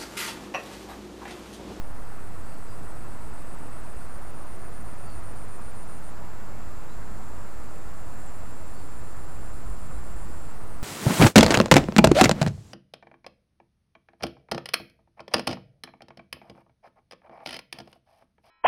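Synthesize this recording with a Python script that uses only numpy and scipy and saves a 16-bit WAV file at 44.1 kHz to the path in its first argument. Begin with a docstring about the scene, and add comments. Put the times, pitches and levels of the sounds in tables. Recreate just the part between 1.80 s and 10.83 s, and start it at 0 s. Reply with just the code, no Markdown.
"""Muddy water runs steadily along a ditch between rice terraces: turbulent rush and ringing bubbles.
A light breeze rumbles on the microphone, with one gust, over a fading distant drone and faint hiss.
In the grass two bush crickets chirp and three crickets trill, scraper on wing file; their songs
swell, then break off. Far insects shimmer, and a small bird whistles now and then, far away."""
import sys
import numpy as np
from scipy import signal
from scipy.fft import rfft, irfft, next_fast_len
from scipy.io import wavfile
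from scipy.ndimage import uniform_filter1d, map_coordinates

SR = 44100
rng = np.random.default_rng(int(sys.argv[2]) if len(sys.argv) > 2 else 0)


def transcribe(u):
    """Save the signal u as a 16-bit wav file named by the first command-line argument.

    u: samples, shape (n,) or (channels, n), limited to [-1, 1]; the rate is SR.
    q: integer samples, one column per channel.
    """
    v = np.clip(np.atleast_2d(u).T, -1, 1)
    q = np.round(v * 32767).astype(np.int16)
    wavfile.write(sys.argv[1], SR, q)


N = 398223


def amp(db):
    """Decibels to gain."""
    return 10 ** (np.asarray(db) / 20)


def unit(x):
    """x at rms 1."""
    return x / np.sqrt(np.mean(x ** 2) + 1e-20)


def wobble(knots_per_s):
    """Smooth random curve."""
    knots = rng.standard_normal(int(N * knots_per_s / SR) + 4)
    return map_coordinates(knots, [np.arange(N) * knots_per_s / SR])


def filtered(x, response):
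    """x through a zero-phase gain response(hz)."""
    size = next_fast_len(N + SR // 2)
    return irfft(rfft(x, size) * response(np.fft.rfftfreq(size, 1 / SR)), size)[:N]


def coloured(x, spectrum):
    """x shaped by (frequency [Hz], level [dB]) points on a log axis, at rms 1."""
    points_hz, db = np.transpose(spectrum)
    return unit(filtered(x, lambda hz: amp(np.interp(np.log(hz + 1), np.log(points_hz), db))))


def patchy_noise(depth_db):
    """White noise with drifting patches of gain."""
    spectra = signal.stft(rng.standard_normal(N), nperseg=1024)[2]
    patches = uniform_filter1d(rng.standard_normal(spectra.shape), 6, axis=0)
    patches = uniform_filter1d(patches, 7, axis=1)
    return signal.istft(spectra * amp(depth_db * unit(patches)), nperseg=1024)[1][:N]


def bubbles(count, centre_hz, log_spread, decay_cycles, size_db):
    """Damped sines whose pitch rises as each bubble nears the surface."""
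    t = np.arange(SR // 25) / SR
    hz = np.clip(centre_hz * np.exp(log_spread * rng.standard_normal((count, 1))), 200, 5000)
    age = t * hz / decay_cycles
    size = amp(size_db * np.minimum(rng.exponential(size=(count, 1)), 4))
    rise = 1 + 0.032 * np.minimum(age, 5)
    envelope = size * np.exp(-age) * (1 - np.exp(-t * hz))
    ring = envelope * np.sin(2 * np.pi * hz * t * rise)
    index = rng.integers(0, N, (count, 1)) + np.arange(len(t))
    return unit(np.bincount(index.ravel(), ring.ravel(), N)[:N])


def water():
    """Turbulent rush with a dense babble of bubbles; wavelets fold over and gurgle."""
    # rush spectrum: (frequency [Hz], relative level [dB])
    rush_spectrum = [(60, -14), (140, 4.5), (230, 3.5), (310, 1.5), (540, -2), (660, -1.5), (1000, -4),
                     (1330, -3), (1550, -8), (1850, -9.5), (2300, -15.5), (2650, -15), (3100, -23),
                     (6000, -34), (15000, -55)]
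    # folding wavelets: (time [s], gurgle rise [dB])
    folds = [(2.645, 8.5), (3.06, 7), (3.8, 7)]
    t = np.arange(N) / SR
    rush = coloured(patchy_noise(depth_db=0.5), rush_spectrum)
    babble = bubbles(count=3500, centre_hz=850.4, log_spread=0.36, decay_cycles=8.5, size_db=2)
    fold_db = 2.2 * wobble(14) + sum(db * np.exp(-((t - at_s) / 0.024) ** 2) for at_s, db in folds)
    gurgle = bubbles(count=1500, centre_hz=1100.4, log_spread=0.2215, decay_cycles=12.4, size_db=2)
    flow_db = -47 + 0.56 * wobble(0.57)
    return amp(flow_db) * (amp(0.75) * rush + amp(-9) * babble + amp(fold_db - 12.5) * gurgle)


def air():
    """Breeze on the microphone with one gust, a slowly receding drone and an even hiss."""
    # wind rumble and hiss spectra: (frequency [Hz], relative level [dB])
    rumble_spectrum = [(10, -6), (30, 2.5), (57, 4.5), (75, -3), (120, -8), (200, -18.5), (400, -30),
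                       (1500, -94)]
    hiss_spectrum = [(1500, -6.5), (3000, -0.5), (3700, 4), (4600, 7), (5300, 4.5), (6300, 3.5), (10500, 2),
                     (15500, 2)]
    drone_spectrum = [(60, -25), (93, -2.5), (120, -11), (250, -26.5), (600, -90)]
    gust_s, gust_width_s, gust_db = 8.04, 0.54, 7.5
    t = np.arange(N) / SR
    gust = np.exp(-((t - gust_s) / gust_width_s) ** 2)
    breeze_db = -44.5 + 0.7 * wobble(2.13) + gust_db * gust
    drone_db = -47.5 - 0.55 * t + 1.5 * wobble(1.484)
    rumble = amp(breeze_db) * coloured(rng.standard_normal(N), rumble_spectrum)
    drone = amp(drone_db) * coloured(rng.standard_normal(N), drone_spectrum)
    hiss = amp(-59.5) * coloured(rng.standard_normal(N), hiss_spectrum)
    return rumble + drone + hiss


def strokes(wing, stroke_hz, duty, rough, drift):
    """Each stroke drags the scraper over the file: a short rasp at the wing's resonances."""
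    def response(hz):
        return np.sqrt(sum(amp(db) ** 2 / (1 + ((hz - centre_hz) / width_hz) ** 2) ** 3
                           for centre_hz, width_hz, db in wing))

    cycles = np.cumsum(stroke_hz * (1 + drift * wobble(6))) / SR
    pressure = np.exp(-((cycles % 1 - 0.5) / duty) ** 2)
    ring = signal.hilbert(unit(filtered(rng.standard_normal(N), response)))
    # pitch wanders from tooth to tooth; the drive evens out the strength
    rasp = ring.real / np.sqrt(np.abs(ring) ** 2 + rough ** 2)
    return unit(pressure * rasp)


def song_gain(voice):
    """Songs in one voice swell and break off; insects singing together add in power."""
    # songs: (voice, start [s], end [s], swell [s], opening gain [0-1], full level [dB])
    songs = [ ("near bush", 0, 4.295, 4.9, 0.38, -54.5), ("far bush", 4.25, 9.1, 3.1, 0.11, -60.5),
             ("low", 0, 11, .7, 0.76, -70), ("low", 2.3, 6.5, 3.3, 0.11, -62.5),
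             ("near low", 6.33, 8.72, .06, .3, -61), ("high", 0, 2.27, 0.7, .35, -66),
             ("high", 7.8, 9.1, 1.2, .4, -70), ]
    break_off_s = 0.018
    t, power = np.arange(N) / SR, np.zeros(N)
    for song_voice, start_s, end_s, swell_s, opening, db in songs:
        if song_voice == voice:
            swell = opening + (1 - opening) * np.clip((t - start_s) / swell_s, 0, 1)
            release = np.clip(1 - (t - end_s) / break_off_s, 0, 1)
            power += (amp(db) * (t >= start_s) * swell * release) ** 2
    return np.sqrt(power)


def chirps(rate_hz, pause_at_s, slowing_hz_per_s, last_s, pause_share, depth, grow_db):
    """Each chirp grows, then dips briefly; the pace slackens and drags towards last_s."""
    # final drag: (lag [chirps], build-up time [s])
    drag = (.52, .11)
    lag_chirps, build_s = drag
    t = np.arange(N) / SR
    lag = lag_chirps * np.exp(np.minimum(t - last_s, 0) / build_s)
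    cycles = rate_hz * (t - pause_at_s) - slowing_hz_per_s * (t - pause_at_s) ** 2 / 2 - lag
    from_pause = (cycles + 0.5) % 1 - 0.5
    gate = 1 - depth * np.exp(-(2 * from_pause / pause_share) ** 4)
    return gate * amp(grow_db * (cycles % 1 - 0.5))


def bush_crickets():
    """Two flickering wing buzzes, near then far, each cut into about eight chirps a second."""
    # wing resonances: (centre [Hz], width [Hz], relative level [dB])
    near_wing = [(8450, 300, -13), (9200, 170, -11), (9170, 160, -1), (9460, 150, -7.5)]
    far_wing = [(8400, 430, -10.5), (9270, 170, -3), (9150, 200, -0.5), (9580, 170, -3)]
    near_gate = chirps(rate_hz=7.92, pause_at_s=1.641, slowing_hz_per_s=0.03, last_s=4.3,
                       pause_share=0.24, depth=0.88, grow_db=1.5)
    far_gate = chirps(rate_hz=8.18, pause_at_s=6.851, slowing_hz_per_s=0.2, last_s=10,
                      pause_share=0.25, depth=0.72, grow_db=2)
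    near = near_gate * strokes(near_wing, stroke_hz=122.8, duty=0.36, rough=0.97, drift=0.016)
    far = far_gate * strokes(far_wing, stroke_hz=121, duty=0.34, rough=0.72, drift=0.021)
    near_gain = song_gain("near bush") * amp(0.52 * wobble(24.3))
    far_gain = song_gain("far bush") * amp(1.1 * wobble(25))
    return near_gain * near + far_gain * far


def crickets():
    """Three trills at very even stroke rates; a nearer cricket takes over the low trill."""
    # wing resonances: (centre [Hz], width [Hz], relative level [dB])
    low_wing = [(6850, 620, -12), (7390, 180, 0), (7580, 490, -4.5)]
    high_wing = [(7870, 150, 5), (7900, 110, -2.8)]
    near_low_wing = [(7470, 240, 0)]
    low = strokes(low_wing, stroke_hz=116.8, duty=0.39, rough=1, drift=0.0028)
    high = strokes(high_wing, stroke_hz=119.5, duty=0.33, rough=1, drift=0.0037)
    near_low = strokes(near_low_wing, stroke_hz=116.8, duty=0.34, rough=0.75, drift=0.002)
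    return low * song_gain("low") + high * song_gain("high") + near_low * song_gain("near low")


def chorus():
    """Far insects blur into a steady shimmer."""
    spectrum = [(6000, -33), (6900, 0.5), (7400, -21), (8100, -17),
                (8700, 3), (9300, 1), (9700, -6), (10300, -24)]
    return amp(-68) * coloured(rng.standard_normal(N), spectrum)


def bird():
    """Thin, slightly hoarse whistles that hold, then slide; louder where the pitch is higher."""
    # notes: (start [s], length [s], start pitch [Hz], end pitch [Hz], level at mean pitch [dB])
    notes = [(0.632, 0.17, 4620, 4330, -66.5), (.87, 0.085, 4870, 4760, -61),
             (3.245, .125, 4640, 4100, -61), (5.083, 0.065, 3780, 4400, -64), (6.94, .14, 4560, 4100, -64),
             (8.12, 0.066, 3800, 4080, -68)]
    tilt_db_per_octave, hoarse_hz = 22, 62
    calls = np.zeros(N + SR)
    for start_s, length_s, start_hz, end_hz, db in notes:
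        count = int(length_s * SR)
        progress = np.linspace(0, 1, count)
        hz = start_hz + (end_hz - start_hz) * progress ** 2 + hoarse_hz * wobble(147)[:count]
        tilt_db = tilt_db_per_octave * np.log2(hz / hz.mean())
        envelope = amp(db + tilt_db) * np.abs(np.sin(np.pi * progress)) ** 0.5
        calls[round(start_s * SR):][:count] += envelope * np.sin(2 * np.pi * np.cumsum(hz) / SR)
    return calls[:N]


def bank_echo(x, t60_s):
    """The ditch wall and terraces scatter a short tail."""
    t = np.arange(SR // 3) / SR
    tail = rng.standard_normal(len(t)) * amp(-60 * t / t60_s)
    return signal.fftconvolve(x, tail / np.linalg.norm(tail))[:N]


def scene():
    """Mono mix: water and air, insects on the banks, the bird farther off."""
    insects = bush_crickets() + crickets()
    calls = bird()
    echo = bank_echo(amp(-14) * insects + amp(-7) * calls, t60_s=0.25)
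    return (water() + air() + chorus() + insects + calls + echo)[None]


def record(dry):
    """The camera's band limit and silent DC offset."""
    cutoff_hz, dc_offset = 15600, 0.0795
    return dc_offset + filtered(dry[0], lambda hz: hz < cutoff_hz)[None]


dry = scene()
out = record(dry)
transcribe(out)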